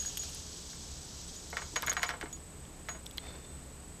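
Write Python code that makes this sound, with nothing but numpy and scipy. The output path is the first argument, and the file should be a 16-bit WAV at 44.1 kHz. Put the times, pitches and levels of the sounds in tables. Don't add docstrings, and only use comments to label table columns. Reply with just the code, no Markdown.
import sys
import numpy as np
from scipy import signal
from scipy.fft import rfft, irfft, next_fast_len
from scipy.io import wavfile
from scipy.ndimage import map_coordinates

SR = 44100
rng = np.random.default_rng(int(sys.argv[2]) if len(sys.argv) > 2 else 0)


def to_wav(s):
    ch = np.atleast_2d(s).T
    pcm = np.round(np.clip(ch, -1, 1) * 32767)
    wavfile.write(sys.argv[1], SR, pcm.astype(np.int16))


N = 176400
HIT_T = np.arange(SR // 2) / SR


def amp(db):
    return 10 ** (np.asarray(db) / 20)


def unit(x):
    return x / np.sqrt(np.mean(x ** 2) + 1e-20)


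def along(points, hz):
    f, value = np.transpose(points)
    return np.interp(np.log(hz + 1), np.log(f + 1), value)


def curve(points):
    return np.interp(np.arange(N) / SR, *np.transpose(points))


def wobble(rate):
    return map_coordinates(rng.standard_normal(N // 8), [np.arange(N) * rate / SR], mode="wrap")


def fade(t, t60):
    return np.exp(-np.log(1000) * t / t60)


def noise(tone, size=N, peaks=(), peak_db=9, half_width_hz=14):
    hz = np.fft.rfftfreq(size, 1 / SR)
    power = 1 + sum(amp(peak_db) ** 2 / (1 + ((hz - peak) / half_width_hz) ** 2) for peak in peaks)
    white = rfft(rng.standard_normal(size))
    return unit(irfft(white * amp(along(tone, hz)) * np.sqrt(power), size))


def impulse(tone):
    size = len(HIT_T)
    cepstrum = irfft(np.log(amp(along(tone, np.fft.rfftfreq(size, 1 / SR)))), size)
    cepstrum[1:size // 2] *= 2
    cepstrum[size // 2:] = 0
    click = irfft(np.exp(rfft(cepstrum)), size)
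    return click / np.abs(click).max()


def tail(tone, t60s, peaks):
    hz, t, bands = signal.stft(noise(tone, len(HIT_T), peaks), SR, nperseg=128)
    bands = bands * fade(t, along(t60s, hz)[:, None])
    return signal.istft(bands, SR, nperseg=128)[1][:len(HIT_T)]


def ring(modes, scatter_db):
    draws = rng.standard_normal((len(modes), 2))
    return sum(amp(db + scatter_db * spread) * np.sign(side)
               * np.sin(2 * np.pi * hz * HIT_T) * fade(HIT_T, t60)
               for (hz, db, t60), (spread, side) in zip(modes, draws))


# t/s, f/Hz, level/dB, time until touched/s
CASE_CHINKS = [(.001, 6660, -32.5, 0.047), (0.06, 6700, -31.5, 0.033), (0.172, 6630, -38, .006),
               (.194, 6760, -31.5, 0.037), (1.362, 6750, -44, .03), (1.574, 6710, -47, .045),
               (1.621, 6694, -43, 0.044), (1.7595, 6653, -30.5, 0.023), (1.863, 6637, -38, .008),
               (1.87, 6780, -30.5, 0.0033), (1.8961, 6660, -23.5, 0.0076), (1.968, 6739, -38.5, .05),
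               (2.0243, 6760, -36.5, 0.0087), (2.064, 6750, -38, 0.019), (2.3283, 6750, -38.5, 0.029),
               (2.892, 6710, -36.5, .085)]


def case_chinks():
    free_t60, contact_t60 = 0.26, 0.059
    out = np.zeros(N)
    for s, hz, db, free_s in CASE_CHINKS:
        pair = [(hz, 0, free_t60), (hz + 32, -20, free_t60)]
        overtone = (rng.normal(13100, 150), -27, free_t60 / 2)
        damping = fade(np.maximum(HIT_T - free_s, 0), contact_t60)
        add(out, s, amp(db) * ring(pair + [overtone], scatter_db=0.46) * damping)
    return out


# t/s, level/dB
RUB_LEVEL = [(0, -49), (.2, -56.5), (.33, -53), (.45, -62), (.7, -100)]
# f/Hz, relative level/dB
RUB_TONE = [(300, -14), (750, 2), (1100, -8.5), (1650, -4), (2200, -7), (2900, 5), (4500, -20), (6350, 0),
            (6680, 15), (7050, -7), (9000, -4.5), (14000, -13)]


def chamber_rub():
    return amp(curve(RUB_LEVEL) + 3.3 * wobble(121)) * noise(RUB_TONE)


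# t/s, relative level/dB
CICADA_LEVEL = [(0.0, -47.5), (0.67, -51), (1.94, -53.5), (2.17, -65), (2.42, -54), (2.88, -69), (3.2, -61),
                (4.0, -65)]
# f/Hz, relative level/dB
HISS_TONE = [(1500, -44), (2400, -18), (3300, -4.5), (4500, -2), (5700, 0.5), (6800, 0.5), (7700, -5.5),
             (9000, -19), (14000, -25.5)]


def cicada(gain_db=2, end_s=2.51, fade_s=0.76):
    singing = np.clip((end_s - np.arange(N) / SR) / fade_s, 0, 1)
    return singing * amp(curve(CICADA_LEVEL) + gain_db + 1.3 * wobble(60.1)) * noise(HISS_TONE)


# f/Hz, relative level/dB
CHORUS_TONE = [(5500, -15), (6400, -15), (6800, -5), (7500, -8.5), (7950, 4.5), (8300, -25), (8700, -43),
               (10000, -18)]


def insect_chorus():
    return amp(-58) * noise(CHORUS_TONE)


# syllable rate/Hz, syllable start f/Hz, end f/Hz, opening level/dB, closing level/dB
INSECT_TRILLS = [(26.9, 8000, 7900, -58, -61), (30.15, 8300, 8100, -63, -62)]


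def insect_trills(wander_hz=34.7, flicker_db=1.6):
    out = np.zeros(N)
    for rate, start_hz, end_hz, first_db, last_db in INSECT_TRILLS:
        syllable = np.cumsum(rate + 0.1 * wobble(3.22)) / SR % 1
        hz = start_hz + (end_hz - start_hz) * syllable + wander_hz * wobble(40)
        phase = 2 * np.pi * np.cumsum(hz) / SR
        rasp = 0.53 * (wobble(170) + 1j * wobble(170))
        pulse = np.abs(np.sin(np.pi * syllable)) ** 1.2
        song = np.real((1 + rasp) * np.exp(1j * phase)) * pulse
        out += amp(np.linspace(first_db, last_db, N)) * unit(song * amp(flicker_db * wobble(20)))
    return out


# f/Hz, level/dB
ENGINE_PARTIALS = [(32.5, -60.5), (64.6, -58), (72.2, -57), (134, -64), (172.3, -62.5), (419.9, -68.5)]


def far_engine(drift_hz=1.245, waver_db=1):
    out = np.zeros(N)
    for hz, db in ENGINE_PARTIALS:
        gain = amp(db + waver_db * wobble(5.15))
        phase = 2 * np.pi * np.cumsum(hz + drift_hz * wobble(3.97)) / SR
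        out += gain * unit(np.sin(phase))
    return out


# f/Hz, relative level/dB
AIR_TONE = [(12, -26), (20, -10.5), (75, -2.5), (101, -9), (174, -10), (206, -11.5), (302, -13),
            (386, -15.5), (419, -16.5), (551, -18.5), (809, -21), (1610, -26.5), (5670, -34.5),
            (8090, -30.5), (14000, -50.5)]


def outdoor_air():
    return amp(-51.5 + 0.17 * wobble(5.32)) * noise(AIR_TONE)


# t/s, relative tick level/dB, relative clack level/dB, clack f/Hz
STEEL_CONTACTS = [(.022, -38, -43, 1650), (0.0501, -50, -38.5, 1670), (.063, -38, -44, 1680),
                  (.080, -40, -41.5, 1740), (0.1728, -20.5, -30, 3270), (.178, -22, -39, 3330),
                  (0.2344, -37, -40, 3280), (0.3, -50, -37, 9500), (0.348, -44, -32, 9400),
                  (.359, -50, -40, 9000), (1.352, -39, -54, 3400), (1.502, -35, -52, 3380),
                  (1.7633, -44, -26, 3620), (1.8231, -20, -29, 3470), (1.8645, -22.5, -41, 3400),
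                  (1.873, -26, -36, 3500), (1.8956, -39, -37, 5250), (1.9178, -40, -31, 3470),
                  (1.9305, -30, -41, 3520), (1.934, -25, -37, 3420), (2.032, -28, -38, 4170),
                  (2.086, -39, -33, 4180), (2.0923, -36, -52, 4000), (2.329, -36, -43, 3500),
                  (2.366, -53, -50, 3520), (2.653, -56, -48.5, 3400), (2.8906, -38, -38, 3480),
                  (3.0611, -32, -40, 5650), (3.065, -36, -32, 3540), (3.066, -50, -35, 5660),
                  (3.111, -36.5, -42, 3440), (3.1744, -33, -40, 4900), (3.1816, -45, -24, 4070),
                  (3.1819, -51, -26.5, 3310), (3.183, -52, -34, 2085)]
# f/Hz, relative level/dB
TICK_TONE = [(1500, -18), (4000, -5), (7000, -1.5), (10000, -3), (13000, 3.5), (15000, -11)]
# ratio to its pitch, relative level/dB
CLACK_SHAPE = [(.3, -32), (.6, -14), (.8, -6), (1.0, 9), (1.15, -5.5), (1.4, -15), (3, -27.5)]


def steel_clicks():
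    out = np.zeros(N)
    chatter = amp(-10.5) * fade(HIT_T, t60=0.0053)
    decay = chatter + amp(-20) * fade(HIT_T, t60=0.03)
    for s, tick_db, clack_db, hz in STEEL_CONTACTS:
        clack_tone = [(hz * ratio, db) for ratio, db in CLACK_SHAPE]
        for tone, db, snap_db in ((TICK_TONE, tick_db, -8), (clack_tone, clack_db, -1.5)):
            snap = amp(snap_db) * impulse(tone)
            add(out, s, amp(db) * (snap + decay * noise(tone, len(HIT_T))))
        ringing = np.sin(2 * np.pi * hz * HIT_T) * fade(HIT_T, t60=0.048)
        add(out, s, amp(clack_db - 23.5) * ringing)
    return out


# t/s, blow level/dB, relative ring level/dB, tilt/(dB per octave)
CASE_DROPS = [(.236, -39, -55, -9), (.732, -43.5, -43, -4), (1.529, -31, -27, -7), (1.5698, -19.5, -20, -1),
              (1.6195, -31, -30, -2), (1.7595, -22.5, -19.5, 2), (1.7635, -18, -21, 0.5),
              (1.829, -26.5, -21.5, -1.5), (1.8735, -24, -28, -2.5), (1.8815, -20, -20, -2),
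              (1.8958, -17, -22.5, 9.5), (1.917, -26, -24.5, -4), (1.928, -23, -45, 3),
              (1.968, -18.5, -18, -2.5), (1.995, -27, -43, -2), (2.0185, -34, -27, 1),
              (2.0315, -11.5, -14.5, 1.5), (2.0375, -19, -32, 1.5), (2.041, -28, -30, 7),
              (2.0915, -20, -20.5, 0.5), (2.1065, -26, -25.5, 0), (2.1365, -40, -25, -5.5),
              (2.2125, -23.5, -28.5, 1.5), (2.2275, -28.5, -29, -7.5), (2.258, -35, -33, -3),
              (2.8868, -25.5, -23.5, -1.5), (2.948, -44, -35.5, -3)]
# f/Hz, relative level/dB, T60/s
PLANK_MODES = [(486, -5.5, 0.12), (633, -6.5, .12), (710.4, -4.5, 0.25), (856, -13, 0.062), (934, -12, .08),
               (1008, -4, 0.087), (1075, -2, 0.14), (1200, -5, 0.14), (1355, -1.5, 0.19),
               (1482, 2.5, 0.093), (1556, -14, 0.098), (1675, -2.5, 0.11), (1890, -2.5, 0.16),
               (2118, -13, 0.12), (2140, 3, 0.1), (2288, -4.5, 0.11), (2996, -6, 0.11), (3480, -9, .06),
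               (4010, -9.5, 0.099)]
# f/Hz, relative level/dB
FLEX_TONE = [(200, -29), (600, -16), (1100, -17), (1500, 3.5), (1950, 3), (2700, -10.5), (3500, -9),
             (5800, -18), (8000, -23.5), (14000, -28)]
WOOD_TONE = [(150, -26), (450, -7), (800, -2.5), (1200, 1.5), (2100, -1.5), (2600, 0), (4000, -3.5),
             (6000, -3), (9000, -16), (14000, -26)]
# f/Hz, T60/s
TABLE_DECAY = [(300, .1), (1500, 0.079), (4000, 0.061), (12000, 0.037)]
PORCH_DECAY = [(300, 0.35), (1800, 0.31), (5000, 0.2), (12000, 0.078)]
WOOD_RISE = 1 - np.exp(-HIT_T / 0.001)


def table_knocks():
    out = np.zeros(N)
    peaks = [hz for hz, _, _ in PLANK_MODES]
    for s, blow_db, ring_db, tilt in CASE_DROPS:
        flex = [(hz, db + tilt * np.log2(hz / 1800)) for hz, db in FLEX_TONE]
        wood = [(hz, db + tilt * np.log2(hz / 1800)) for hz, db in WOOD_TONE]
        body = amp(-23) * ring(PLANK_MODES, scatter_db=1.0)
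        body += amp(-13.5) * tail(wood, TABLE_DECAY, peaks)
        body += amp(-23.5) * tail(wood, PORCH_DECAY, peaks)
        add(out, s, amp(blow_db) * impulse(flex) + amp(ring_db) * WOOD_RISE * body)
    return out


# t/s, level/dB
HAND_BUMPS = [(1.735, -42.5), (2.2344, -35.5)]
# f/Hz, relative level/dB, T60/s
THUD_MODES = [(270, -7, 0.056), (321, 1, 0.076), (421, -3, 0.064), (500, -10, .04), (902, -9, 0.075),
              (1020, -14, .05)]


def hand_bumps():
    out = np.zeros(N)
    for s, db in HAND_BUMPS:
        add(out, s, amp(db) * WOOD_RISE * ring(THUD_MODES, scatter_db=2.5))
    return out


# t/s, level/dB
SCRAPE_LEVEL = [(3.15, -100), (3.24, -51.5), (3.29, -53.5), (3.36, -52), (3.42, -61.5), (3.6, -67),
                (3.8, -100)]
BRASS_LEVEL = [(3.15, -110), (3.2, -67), (3.29, -55), (3.38, -64.5), (3.47, -68), (3.62, -72), (3.8, -110)]
# f/Hz, relative level/dB
SCRAPE_TONE = [(170, 0.5), (600, 0), (1300, -5.5), (2200, -5.5), (3200, -14), (4500, -11), (6500, -21),
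               (12000, -42)]
BRASS_TONE = [(3000, -45), (3400, -17), (3560, 3), (3720, -14), (4000, -24), (4330, -8), (4800, -38)]


def case_slide():
    grain_db = 2.3 * wobble(170)
    scrape = amp(curve(SCRAPE_LEVEL) + grain_db) * noise(SCRAPE_TONE)
    singing = amp(curve(BRASS_LEVEL) + grain_db / 2) * noise(BRASS_TONE)
    return scrape + singing


def add(track, s, sound):
    part = track[max(round(s * SR), 0):][:len(sound)]
    part += sound[:len(part)]


def scene():
    handling = table_knocks() + hand_bumps() + case_chinks() + steel_clicks()
    friction = chamber_rub() + case_slide()
    outdoors = cicada() + insect_chorus() + insect_trills() + far_engine() + outdoor_air()
    mono = handling + friction + outdoors
    return np.array([mono, mono])


def record(dry):
    cutoff_hz = 14050
    size = next_fast_len(N + SR // 2)
    passband = np.fft.rfftfreq(size, 1 / SR) < cutoff_hz
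    return irfft(rfft(dry, size) * passband, size)[:, :N]


dry = scene()
out = record(dry)
to_wav(out)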